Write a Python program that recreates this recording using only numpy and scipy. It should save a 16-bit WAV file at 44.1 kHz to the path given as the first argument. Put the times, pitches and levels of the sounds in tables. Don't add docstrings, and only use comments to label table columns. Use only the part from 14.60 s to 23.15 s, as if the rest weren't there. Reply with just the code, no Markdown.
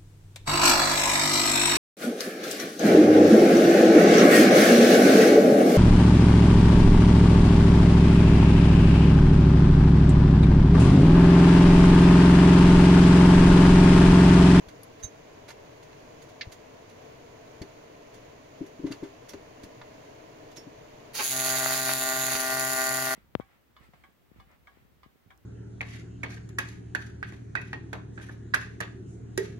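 import sys
import numpy as np
from scipy import signal
from scipy.fft import rfft, irfft
from scipy.io import wavfile

SR = 44100
rng = np.random.default_rng(int(sys.argv[2]) if len(sys.argv) > 2 else 0)


def transcribe(signal):
    frames = np.atleast_2d(signal).T
    limited = np.clip(frames, -1, 1)
    pcm = np.round(limited * 32767).astype(np.int16)
    wavfile.write(sys.argv[1], SR, pcm)


N = 377055
T = np.arange(N) / SR

SPARK_S, ARC_S = 6.526, 6.612
# start_s, level_db, pitch_hz, t60_s
TOUCHES = [(3.017, -44.5, 4500, 0.05), (4.321, -39, 4590, 0.034), (4.322, -46, 2760, 0.063),
           (4.692, -47, 5740, 0.12), (4.694, -49, 4200, .06), (5.970, -46.5, 5460, 0.16)]


def undb(db):
    return 10 ** (np.asarray(db) / 20)


def unit(x):
    return x / np.sqrt(np.mean(x ** 2))


def convolve(x, response):
    return signal.fftconvolve(x, response)[:len(x)]


def colour(x, points, column=1, size=8192):
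    points = np.array(points, float)
    hz = np.maximum(np.fft.rfftfreq(size, 1 / SR), 1)
    level_db = np.interp(np.log(hz), np.log(points[:, 0]), points[:, column])
    cepstrum = irfft(np.log(undb(level_db)))
    cepstrum[1:size // 2] *= 2
    cepstrum[size // 2 + 1:] = 0
    return convolve(x, irfft(np.exp(rfft(cepstrum))))


def clicks(times, sizes, order=8):
    out = np.zeros(N)
    index = (times * SR).astype(int)[:, None] + np.arange(1 - order, order + 1)
    offset = index - times[:, None] * SR
    kernel = np.sinc(offset) * np.sinc(offset / order)
    np.add.at(out, np.clip(index, 0, N - 1), (index < N) * sizes[:, None] * kernel)
    return out


def walk(rate):
    knots = np.arange(0, T[-1] + 1, 1 / rate)
    return np.interp(T, knots, rng.standard_normal(len(knots)))


def add(out, s, sound):
    i = int(s * SR)
    out[i:i + len(sound)] += sound[:N - i]


def room(x, wet_db, t60, near_db, near_t60):
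    t = T[:SR // 2]
    out = []
    for near_noise, tail_noise in rng.standard_normal((2, 2, len(t))):
        near = unit(near_noise * 1000 ** (-t / near_t60) * (t > .0003))
        tail = unit(tail_noise * 1000 ** (-t / t60) * (t > .006))
        response = (undb(near_db) * near + undb(wet_db) * tail) / np.sqrt(len(t))
        out.append(x + convolve(x, response))
    return np.array(out)


def smear(x, lag_s, share):
    delay = np.exp(-2j * np.pi * np.fft.rfftfreq(2 * N, 1 / SR) * lag_s)
    return irfft(rfft(x, 2 * N) * (delay - share) / (1 - share * delay))[..., :N]


def bursts(rows, top_hz):
    out, t = np.zeros(N), T[:SR // 4]
    hz = np.maximum(np.fft.rfftfreq(len(t), 1 / SR), 1)
    for s, db, centre_hz, octaves, rise, t60 in rows:
        grains = rng.standard_normal(len(t)) * undb(1.7 * rng.standard_normal(len(t)))
        band = np.exp(-.5 * (np.log2(hz / centre_hz) / octaves) ** 2 - (hz / top_hz) ** 4) / np.sqrt(hz)
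        envelope = np.minimum(t / rise, 1) * 1000 ** (-np.maximum(t - rise, 0) / t60)
        noise = unit(irfft(rfft(grains) * band, len(t)))
        add(out, s, undb(db) * envelope * noise)
    return out


def fan():
    # pitch_hz, level_db
    air_colour = [(25, -2.5), (60, -4.5), (130, 5), (195, -4), (310, 4), (370, -3), (440, 5), (530, -4),
                  (630, 0.5), (800, -11.5), (1020, -9), (1250, -18), (2300, -21), (4000, -27.5),
                  (6500, -30.5), (8500, -37.5), (15500, -44)]
    direct, *diffuse = rng.standard_normal((3, N))
    late = np.interp(T - .0005, T, direct)
    spread = [colour(d, [(100, -19.5), (600, 3.5), (2000, 10.5), (8000, 9.5)]) for d in diffuse]
    air = np.array([colour(d + s, air_colour) for d, s in zip((late, direct), spread)])
    return unit(air) * undb(-51.5 + .5 * walk(6.5))


def contacts(count=4):
    # start_s, level_db, centre_hz
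    thud_rows = [(0.071, -46.5, 60), (.44, -40, 65), (1.87, -43, 85), (3.013, -40.5, 125),
                 (4.24, -46, 98.5), (4.739, -44, 130), (5.035, -43, 130)]
    thud_octaves, thud_rise_s, thud_t60_s = 1, 0.0024, 0.067
    thuds = [(s, db, hz, thud_octaves, thud_rise_s, thud_t60_s) for s, db, hz in thud_rows]
    # start_s, level_db, centre_hz, rise_s
    scuff_rows = [(.084, -49.5, 2970, 0.0029), (.426, -52.5, 5000, 0.011), (.878, -46.5, 3200, 0.01),
                  (.902, -45.5, 2600, 0.0029), (1.225, -58, 5500, 0.0054), (1.616, -57.5, 9000, 0.0076),
                  (1.915, -51, 6540, 0.0085), (3.018, -45.5, 1800, 0.0019), (3.535, -56.5, 4500, 0.0099),
                  (4.06, -59, 7500, .006), (4.255, -50.5, 1700, 0.014), (4.305, -47, 2400, 0.015),
                  (4.424, -52.5, 1600, .014), (4.684, -49.5, 8500, 0.0093), (4.733, -46.5, 2200, 0.0017),
                  (5.03, -51, 5000, 0.0063), (5.956, -50, 6000, 0.013)]
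    rustle_db, rustle_hz, rustle_rise_s = -59, 4000, 0.0074
    rustles = [(s, rustle_db, rustle_hz, rustle_rise_s) for s in rng.random(count) * SPARK_S]
    scuff_octaves, scuff_t60_s, t60_per_rise = 1.76, 0.048, 7.2
    scuffs = [(s, db, hz, scuff_octaves, rise, scuff_t60_s + t60_per_rise * rise)
              for s, db, hz, rise in scuff_rows + rustles]
    # start_s, level_db, centre_hz, width_octaves, t60_s
    clack_rows = [(.2325, -44, 11000, 0.16, 0.015), (0.232, -49.5, 4530, 0.58, 0.017),
                  (1.329, -50.5, 1500, 1.3, 0.019), (1.81, -35.5, 2350, 0.48, .077),
                  (1.81, -34.5, 4160, 0.32, .064), (5.214, -45, 1340, 1.13, 0.057)]
    clack_rise_s = 0.00084
    clacks = [(s, db, hz, octaves, clack_rise_s, t60) for s, db, hz, octaves, t60 in clack_rows]
    tick_db, tick_octaves, tick_t60_s = -2, 0.94, 0.024
    ticks = [(s, db + tick_db, hz, tick_octaves, clack_rise_s, tick_t60_s) for s, db, hz, _ in TOUCHES]
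    return bursts(thuds + clacks + scuffs + ticks, top_hz=14200)


def ring(modes, centre_hz, octaves):
    t = T[:SR // 2]
    out = np.zeros(len(t))
    for k, (hz, db, t60) in enumerate(modes):
        favour = 1 / (1 + (np.log2(hz / centre_hz) / octaves) ** 2)
        out += (-1) ** k * undb(db) * favour * np.sin(2 * np.pi * hz * t) * 1000 ** (-t / t60)
    return out


def tank_booms(count=3):
    # pitch_hz, level_db, t60_s
    tank_modes = [(75, -8, .07), (120, 1, 0.12), (279, 1.5, 0.076), (320.6, -1, 0.083), (396, -1.5, 0.21),
                  (581, -2.5, 0.05), (907, -7, 0.093), (1290, -24, .07), (2050, -28, .07)]
    # start_s, level_db, contact_s, favoured_hz, rebound_loss_db
    blows = [(.888, -45, .0005, 750, 10), (3.015, -36.5, .0009, 404, 7.5), (4.007, -27.5, 0.0021, 320, 4),
             (4.19, -38.5, 0.0015, 310, 2), (4.234, -33, 0.0014, 296, 14), (4.241, -26, .0009, 290, 4),
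             (4.273, -33.5, 0.00082, 385, 18), (4.304, -30, .00073, 246, 15),
             (4.424, -29.5, 0.0014, 372, 4), (4.736, -34.5, 0.00086, 476, 16),
             (5.031, -44.5, .0011, 348, 6), (5.827, -42, .00089, 600, 13), (5.975, -46, .001, 350, 3),
             (6.067, -36, .0026, 226, 13)]
    rebound_s, rebound_ratio = 0.00603, 0.852
    out, t = np.zeros(N), T[:SR // 4]
    for s, db, contact, centre_hz, loss_db in blows:
        push = np.sin(np.pi * np.minimum(t / contact, 1)) ** 2
        boom = convolve(ring(tank_modes, centre_hz, 0.56), push / push.sum())
        for k in range(count):
            later = rebound_s * np.sum(rebound_ratio ** np.arange(k))
            add(out, s + later, undb(db - k * loss_db) * boom)
    return out


def metal_clinks():
    # pitch_hz, level_db, t60_s
    handle_modes = [(3850, -10.5, 0.087), (5981, -23, 0.097), (6282, -2, 0.085), (9205, -15, 0.1),
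                    (12560, -29, 0.055)]
    # start_s, level_db
    chatter = [(.428, -45), (.435, -36), (.442, -37.5)]
    out, t = np.zeros(N), T[:SR // 4]
    for s, db in chatter:
        add(out, s, undb(db) * ring(handle_modes, 6300, 3))
    for s, db, hz, t60 in TOUCHES:
        attack = np.minimum(t / 0.0016, 1)
        add(out, s, undb(db) * np.sin(2 * np.pi * hz * t) * attack * 1000 ** (-t / t60))
    return out


def handling():
    booms = undb(-0.5) * room(tank_booms(), -11.5, 0.15, -5.5, 0.032)
    clinks = room(metal_clinks(), -22, .25, -8, .02)
    touches = undb(-1.0) * room(contacts(), -17, 0.2, -0.86, 0.047)
    return booms + clinks + touches


def oxide():
    # centre_s, rise_db over the steady sputter, half_length_s (to 1/e)
    flares = [(6.88, 5, .04), (6.967, 6.5, .02), (7.116, 5, 0.1), (7.296, 5, 0.033), (7.71, 3.5, 0.058)]
    skin_db = -42
    return skin_db + sum(db * np.exp(-((T - s) / half) ** 2) for s, db, half in flares)


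def sputter(count=70000):
    # pitch_hz, level_db
    pop_colour = [(30, -50), (90, -19), (250, -8), (480, -27), (700, -5.5), (1300, -1), (2050, 4),
                  (2350, -2.5), (2750, 1), (3080, -1.5), (3500, 0.5), (4600, 3.5), (5700, 0), (7000, -5),
                  (11000, 3), (15500, -10)]
    # start_s, level_db (before a trim), centre_hz, width_octaves,
    # rise_s, t60_s
    spits = [(6.533, -38.5, 5460, 0.63, 0.046, 0.73), (6.55, -37, 9050, 0.82, .002, 0.026),
             (6.581, -31, 1190, 0.99, 0.021, 0.12), (6.583, -32.5, 2820, 1.2, 0.011, .13),
             (7.28, -38, 3200, 1.2, 0.008, 0.18), (7.725, -39, 4000, 2.9, 0.0033, 0.051),
             (7.752, -23.5, 3000, 1.9, 0.0017, 0.016)]
    when, size, sign = rng.random((count, 3)).T
    pops = clicks(when * T[-1], np.sign(sign - .5) * undb(-4 * np.log(size + .005)))
    onset = np.clip((T - SPARK_S) / 0.025, 0, 1) ** 2
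    frizzle = unit(colour(pops, pop_colour)) * onset * undb(oxide() + 1.5)
    puffs = bursts(spits, top_hz=18000) * undb(-4)
    return room(frizzle + puffs, 0.5, 0.033, -1.4, 0.015)


def dabs(count=4):
    first_s, every_s, half_s = 7.495, 0.359, 0.057
    return sum(np.exp(-((T - first_s - k * every_s) / half_s) ** 2) for k in range(count))


def brighten(x):
    split_hz, lift_db_per_s = 1200, 2.1
    low = signal.sosfiltfilt(signal.butter(2, split_hz, fs=SR, output="sos"), x)
    return low + (x - low) * undb(lift_db_per_s * np.maximum(T - ARC_S, 0))


def arc_hum(ac_hz, pool, dab):
    hum_db, octave_db, dab_drop_db = -49.5, -48, 24
    turn = 2 * np.pi * ac_hz * T
    fundamental = unit(np.sin(turn)) * undb(hum_db - dab_drop_db * dab)
    octave = unit(np.sin(2 * turn)) * undb(octave_db)
    return pool ** 2 * (fundamental + octave)


def arc_buzz(times, pulse_db, pool, dab):
    # pitch_hz, left_db, right_db
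    hollow_colour = [(139, -31, -45), (263, -24, -17), (400, -8, -21.5), (527, -19, -10), (631, 4, -1),
                     (743, -6, -9.5), (926, -0.5, -6.5), (1030, -10, -14), (1165, -5, -6.5),
                     (1430, 2.5, -9), (1586, -10.5, -3), (1760, -3.5, -11.5), (2036, -4, 0.5),
                     (2230, -17.5, -29), (3150, -48, -37.5)]
    # time_s, level_db
    level_points = [(6.66, -39), (6.696, -54), (6.732, -38), (6.882, -33), (7.086, -32.5), (7.264, -36.5),
                    (7.3, -31.5), (7.378, -38.5), (7.45, -32), (7.764, -35.5), (7.93, -31), (8.154, -33.5),
                    (8.196, -30.5), (8.446, -33.5), (8.53, -30.5)]
    level_s, level_db = np.transpose(level_points)
    dab_swell_db = 0.4
    buzz_db = np.interp(T, level_s, level_db) + dab_swell_db * dab
    pulses = clicks(times, undb(pulse_db))
    buzz = np.array([colour(pulses, hollow_colour, column=c) for c in (1, 2)])
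    return brighten(unit(buzz)) * pool * undb(buzz_db - 1.9)


def arc_crackle(times, bite):
    # pitch_hz, level_db
    snap_colour = [(80, -32), (400, -10.5), (2250, -19), (2650, -3), (3050, -9), (3550, -0.5), (4800, -4),
                   (5600, -8.5), (6300, -3.5), (7000, 5), (8400, -2), (10000, 1.5), (10600, 7.5),
                   (11600, -0.5), (13000, 1.5), (15500, -9)]
    start_db, ease_db_per_s = -34.5, 1.58
    strikes = clicks(times, undb(2.7 * bite))
    snap = unit(smear(colour(strikes, snap_colour), 0.000144, 0.098))
    mirrored = np.interp(T - .0004 - 5e-5 * walk(3), T, snap)
    around = room(mirrored, -0.5, 0.3, 0, 0.0025)
    direct = np.array([snap, np.interp(T - 6e-5, T, snap)])
    gas = convolve(strikes, np.exp(-T[:SR // 50] / 0.00049))
    hiss = np.array([colour(n * gas, snap_colour) for n in rng.standard_normal((2, N))])
    crackle = direct + undb(-5) * around + undb(-7) * unit(hiss)
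    lit = np.clip((T - ARC_S) / 0.019, 0, 1)
    return crackle * lit * undb(start_db - ease_db_per_s * (T - ARC_S))


def arc():
    ac_hz, balance_share = 130.73, .352
    cycles = np.arange(int(T[-1] * ac_hz))
    times = (cycles[:, None] + [0, balance_share]).ravel() / ac_hz
    calm_db = -46
    unrest = np.interp(times, T, undb(1.35 * (oxide() - calm_db)))
    early, swell, bite = rng.standard_normal((len(times), 3)).T
    wander = 2.2e-5 * np.interp(times, T, walk(14))
    times = np.abs(times + wander + 4e-6 * early * unrest)
    pool = np.clip((T - ARC_S) / 0.14, 0, 1)
    dab = dabs()
    buzz = arc_buzz(times, 0.97 * swell * unrest, pool, dab)
    return buzz + arc_hum(ac_hz, pool, dab) + arc_crackle(times, bite)


def scene():
    return fan() + handling() + sputter() + arc()


def record(dry):
    # pitch_hz, left_db, right_db
    port_colour = [(225, 2.5, 1.5), (437, 3, 1), (790, 4, 1.5), (1150, 1, 2), (2890, 2, 2.5),
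                   (3630, -5.5, 3), (4600, -3.5, 4.5), (5480, -5, 2.5), (6800, -13.5, 10), (7630, -10, -3),
                   (8500, -2, -3.5), (9900, 2.5, -7), (12200, 4.5, -3.5), (14900, 2.5, 5)]
    top_hz = 15750
    ports = np.array([colour(dry[c], port_colour, column=c + 1) for c in (0, 1)])
    return signal.sosfilt(signal.ellip(10, .2, 80, top_hz, fs=SR, output="sos"), ports)


dry = scene()
out = record(dry)
transcribe(out)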